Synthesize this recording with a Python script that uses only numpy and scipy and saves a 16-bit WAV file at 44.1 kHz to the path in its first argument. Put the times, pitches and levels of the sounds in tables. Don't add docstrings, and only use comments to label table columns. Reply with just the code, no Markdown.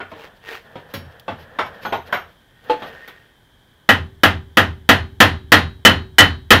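import sys
import numpy as np
from scipy import signal
from scipy.fft import rfft, irfft, next_fast_len
from scipy.io import wavfile
from scipy.ndimage import map_coordinates

SR = 44100
rng = np.random.default_rng(int(sys.argv[2]) if len(sys.argv) > 2 else 0)


def pcm_store(signal):
    levels = np.round(np.clip(np.atleast_2d(signal), -1, 1) * 32767)
    wavfile.write(sys.argv[1], SR, levels.astype(np.int16).T)


N = 291060
LENGTH = 26460
TIME, AGE = np.arange(N) / SR, np.arange(LENGTH) / SR


def amp(db):
    return 10 ** (np.asarray(db) / 20)


def unit(x):
    return x / np.sqrt(np.mean(x ** 2) + 1e-20)


def along(points, hz):
    f, value = np.transpose(points)
    return np.interp(np.log(hz + 1), np.log(f + 1), value)


def filtered(x, response):
    size = next_fast_len(len(x) + 8192)
    return irfft(rfft(x, size) * response(np.fft.rfftfreq(size, 1 / SR)), size)[:len(x)]


def noise(spectrum, size=LENGTH):
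    return unit(filtered(rng.standard_normal(size), lambda hz: amp(along(spectrum, hz))))


def resonant(spectrum, spacing_hz, depth_db):
    knots = rng.standard_normal(4000)
    def ripple(hz):
        return amp(depth_db * map_coordinates(knots, [hz / spacing_hz], mode="mirror"))
    return unit(filtered(noise(spectrum), ripple))


def fade(t, t60):
    return np.exp(-np.log(1000) * t / np.maximum(t60, 1e-3))


def rise(tau_s):
    return 1 - np.exp(-AGE / tau_s)


def swell(t, at, width):
    return np.exp(-.5 * ((t - at) / width) ** 2)


def ring(modes, blur):
    hz, db, t60 = np.transpose(modes)[:, :, None]
    phase = np.cumsum(rng.standard_normal((len(hz), LENGTH)), 1) * blur / np.sqrt(SR)
    phase += rng.uniform(0, 2 * np.pi, hz.shape)
    gain = amp(db + rng.normal(0, 1.4, hz.shape))
    return np.sum(gain * fade(AGE, t60) * np.sin(2 * np.pi * hz * AGE + phase), 0)


def add(track, s, sound):
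    part = track[max(round(s * SR), 0):][:len(sound)]
    part += sound[:len(part)]


def basement_hiss():
    # f/Hz, level/dB
    spectrum = [(15, -34.5), (25, -5), (33, -1.5), (130, -2.5), (216, -8.5), (749, -16), (834, -13.5),
                (1390, -20), (1550, -11), (2520, -25.5), (2810, -28.5), (3130, -10.5), (4210, -27.5),
                (6850, -33.5), (15800, -32.5)]
    return amp(-55) * noise(spectrum, N)


def walls(lift_db):
    return amp(lift_db * swell(AGE, 0.015, 0.026))


def room_decay(x):
    # f/Hz, T60/s
    room_t60 = [(60, 1), (160, 0.46), (420, 0.26), (1100, 0.26), (2900, 0.24), (7000, 0.25), (14000, 0.14)]
    hz, t, bands = signal.stft(x, SR, nperseg=512)
    return signal.istft(bands * fade(t, along(room_t60, hz)[:, None]), SR, nperseg=512)[1][:LENGTH]


def handling():
    # start t/s, duration/s, level/dB
    moves = [(0.08, 0.18, -45.5), (0.6, 0.57, -48), (1.26, 0.58, -46.5), (1.59, 0.41, -51.5),
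             (2.043, 0.094, -40.5), (2.625, 0.1, -40.5), (2.787, 0.04, -36)]
    # f/Hz, level/dB
    hand = [(59, -19), (100, -6.5), (236, -4.5), (355, -11), (484, 1), (1200, -10), (1810, -2), (2150, -22),
            (3290, -18), (6000, -56), (7800, -64), (13200, -120)]
    sleeve = [(1500, 7), (3000, 11), (5000, 2.5), (9000, -20.5), (12000, -1.5), (15500, -12)]
    attack_s, motion = 0.066, np.zeros(N)
    for s, length, db in moves:
        onset = np.clip((TIME - s) / attack_s, 0, 1)
        motion += amp(db) * onset * fade(np.maximum(TIME - s - length, 0), t60=0.64)
    rub = noise(hand, N)
    rustle = unit(amp(5.7 * noise([(12, 6), (40, -16), (200, -70)], N)))
    return motion * (rub + amp(-11) * rustle * noise(sleeve, N))


def slides():
    # t/s, slide level/dB, swell width/s, squeal level/dB
    strokes = [(0.225, -43.5, 0.038, -70), (0.525, -35, 0.044, -42), (2.93, -50.5, 0.2, -47)]
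    # f/Hz, level/dB
    slide_spectrum = [(88, -49), (150, -45), (378, -6), (425, -6.5), (459, 4), (495, -9), (2860, -9),
                      (8920, -36.5), (15000, -30)]
    squeal_spectrum = [(1100, -40), (1500, 0), (1780, -6), (1850, 14), (1930, -25), (2300, -35),
                       (3000, -70)]
    slide, squeal = noise(slide_spectrum, N), noise(squeal_spectrum, N)
    grip = amp(3.3 * noise([(60, -2), (200, 3), (600, -60)], N))
    return grip * sum((amp(db) * slide + amp(squeal_db) * squeal) * swell(TIME, s, width)
                      for s, db, width, squeal_db in strokes)


def ticks():
    # t/s, level/dB, T60/s
    contacts = [(0.938, -31.5, 0.18), (1.197, -39.5, 0.036), (1.589, -40, 0.07), (1.665, -52, 0.05),
                (1.924, -58, 0.097), (2.125, -40, 0.1), (2.64, -55, 0.18), (3.077, -42.5, 0.15)]
    spectrum = [(1500, -35), (3300, 12), (5000, 1.5), (8500, -13.5), (12000, -0.5), (15500, 0)]
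    out = np.zeros(N)
    for s, db, t60 in contacts:
        add(out, s, amp(db) * noise(spectrum) * fade(AGE, t60))
    return out


def nail_pings():
    # t/s, level/dB
    touches = [(0.94, -41.5), (1.587, -47), (2.123, -43.5)]
    # f/Hz, level/dB, T60/s
    modes = [(3870, -3, .3), (4230, -4, .25), (4690, -3, .25), (5480, 0, .3), (6720, -6, .22),
             (10300, -9, .25), (10890, -10, .25), (11450, -9, .25)]
    out = np.zeros(N)
    for s, db in touches:
        add(out, s, amp(db) * ring(modes, blur=6.9) * rise(0.0033))
    return out


def loose_part():
    # t/s, level/dB
    shakes = [(1.85, -43.5), (1.923, -46), (2.123, -41), (2.82, -59)]
    # f/Hz, level/dB
    spectrum = [(5600, -45), (6150, -6), (6450, -6), (6900, -40), (11400, -35), (11900, 0), (12200, -1),
                (12700, -35)]
    out = np.zeros(N)
    for s, db in shakes:
        buzz = resonant(spectrum, spacing_hz=73, depth_db=-3.5)
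        add(out, s, amp(db) * buzz * fade(AGE, t60=0.29) * rise(0.011))
    return out


def bench(rumble_db):
    start_hz, rest_hz, sag_s = 109.9, 77.2, 0.072
    heave_s, width_s, rebound_delay_s = 0.047, 0.024, 0.089
    hz = rest_hz + (start_hz - rest_hz) * np.exp(-AGE / sag_s)
    swing = np.sin(2 * np.pi * np.cumsum(hz) / SR)
    rumble = noise([(30, -21.5), (70, -3.5), (110, 2.5), (160, 1.5), (300, -37), (900, -120)])
    heaves = swell(AGE, heave_s, width_s) + amp(-5) * swell(AGE, heave_s + rebound_delay_s, width_s)
    tremble = amp(-6.5) * fade(AGE, t60=0.9)
    return (heaves + tremble) * rise(0.008) * (swing + amp(rumble_db) * rumble)


def light_taps():
    # t/s, level/dB, main f/Hz, relative bass level/dB, relative hollow tone level/dB
    taps = [(0.002, -27, 1280, -1.5, -22), (0.115, -33.5, 722, -1, -12), (0.755, -33.5, 538, 1.5, -3.5),
            (0.938, -26, 1697, 9.5, -10.5), (1.280, -22.5, 868, 2, -9), (1.556, -47.5, 980, -10, -20),
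            (1.587, -14.5, 1000, -11, -14), (1.85, -21.5, 827, -2, -5), (1.924, -17.5, 814, -7, -5.5),
            (2.126, -15, 1226, -13, -22), (2.697, -19.5, 490.3, -19, 8), (2.82, -29, 656, -1.5, -7.5),
            (3.076, -38, 1930, -5, -8)]
    envelope = (fade(AGE, t60=0.25) + amp(3) * fade(AGE, t60=0.0081)) * rise(0.0016)
    out = np.zeros(N)
    for s, db, hz, bass_db, hollow_db in taps:
        body = [(40, bass_db - 42), (200, bass_db), (hz * .7, -2), (hz, 0), (hz * 1.3, -2),
                (hz * 2, -10), (3400, -15), (4800, -30), (8500, -47), (15000, -53)]
        modes = [(hz, 0, .18), (hz * 1.77, 1, .2), (3200, -20, .2), (4300, -26, .2)]
        hollow = amp(hollow_db) * ring(modes, blur=3.4) * rise(0.003)
        knock = resonant(sorted(body), spacing_hz=61.4, depth_db=3.5) * envelope
        thump = amp(bass_db - 20) * bench(rumble_db=-5.5)
        add(out, s, amp(db) * (walls(lift_db=1) * (knock + hollow) + thump))
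    return out


def crash(excitation, force_db):
    shelf_db, corner_hz = 1.5 + 0.58 * force_db, 2500
    bright = filtered(excitation, lambda hz: amp(shelf_db * hz ** 2 / (hz ** 2 + corner_hz ** 2)))
    return room_decay(bright) * rise(0.001)


def steel_ring(force_db, clang_db, ring_db):
    # f/Hz, level/dB, nominal T60/s
    modes = [(225, -9, 0.27), (277, -8, 0.22), (304, -13, 0.3), (381, -22, 0.7), (468, -11, 0.23),
             (518, -8, 0.21), (668, -10, 0.2), (727, -11, 0.22), (779, -8, 0.18), (1040, -10, 0.23),
             (1246, -8, 0.2), (1273, -9, 0.19), (1385, -6, 0.18), (1650, -6, 0.18), (1673, -5, 0.17),
             (1775, -3, 0.18), (1834, -6, 0.24), (1919, 0, 0.18), (1964, -8, 0.19), (2046, -9, 0.18),
             (2522, -12, 0.2), (2607, -10, 0.23), (2986, -3, 0.17), (3028, -5, 0.24), (3854, -27, 0.48),
             (4211, -20, 0.33), (4685, -30, 0.32), (5487, -31, 0.25), (6706, -37, 0.23), (10892, -35, 0.27)]
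    high_db = 3 + 2.2 * force_db
    weights = [(230, -0.53), (1400, -0.49), (1750, -0.25), (1920, clang_db), (2600, -1.1),
               (2950, ring_db), (3100, ring_db), (3800, high_db), (4200, high_db + 0.2 * ring_db),
               (4700, high_db), (6700, high_db - 0.3 * ring_db), (11000, high_db - 2 - 0.25 * ring_db)]
    struck = [(hz, db + along(weights, hz), 0.96 * t60) for hz, db, t60 in modes]
    return ring(struck, blur=5.9) * rise(0.0021)


def nail_overtones():
    mode_hz = np.geomspace(4000, 14500, 14) * rng.uniform(.95, 1.05, size=14)
    return ring([(hz, -7 * np.log2(hz / 4000), .15) for hz in mode_hz], blur=14)


def contact_crack(force_db):
    spectrum = [(2000, -23.5), (4000, 1.5), (8000, -23.5), (13500, -6.5), (16000, -14)]
    return amp(-14.5 + 0.3 * force_db) * noise(spectrum) * fade(AGE, t60=0.07)


def hammer_blows(fresh=0.63):
    # t/s, force level/dB, 1.9 kHz clang level/dB, 3 kHz ring level/dB
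    blows = [(3.8898, -4.5, 4, 1), (4.234, -3, -6.5, -4.5), (4.571, -3.5, -2.5, -4.5),
             (4.89, -1.5, 0.5, -6), (5.203, 0.5, -0.5, -12), (5.5194, 0.5, 0, -10.5), (5.85, 0.5, 2.5, 6.5),
             (6.1833, 1, 3.5, 7), (6.5055, 1.5, 0, -3.5)]
    # f/Hz, level/dB
    spectrum = [(25, -30.5), (60, -9), (170, -4.5), (240, 0.5), (380, -5), (600, -0.5), (1050, -1),
                (1850, 2.5), (2250, -6), (3200, -2), (4000, -13.5), (8000, -33.5), (13500, -21),
                (16000, -27)]
    common = np.sqrt(1 - fresh ** 2) * resonant(spectrum, spacing_hz=42.8, depth_db=1.5)
    out = np.zeros(N)
    for s, force_db, clang_db, ring_db in blows:
        excitation = common + fresh * resonant(spectrum, spacing_hz=45.5, depth_db=0.5)
        body = amp(-3) * crash(excitation, force_db) + amp(-6) * steel_ring(force_db, clang_db, ring_db)
        treble = amp(-26.5) * nail_overtones() + contact_crack(force_db)
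        thump = amp(-19 + 0.55 * force_db) * bench(rumble_db=-14.5)
        add(out, s, amp(force_db) * (walls(lift_db=2) * body + treble) + thump)
    return out


def scene():
    impacts = hammer_blows() + light_taps() + ticks() + nail_pings() + loose_part()
    return (impacts + handling() + slides() + basement_hiss())[None]


def record(dry, cutoff_hz=15600):
    saturated = dry[0] / (1 + np.abs(dry[0]) ** 10) ** (1 / 10)
    return filtered(saturated, lambda hz: 1 / np.sqrt(1 + (hz / cutoff_hz) ** 160))[None]


dry = scene()
out = record(dry)
pcm_store(out)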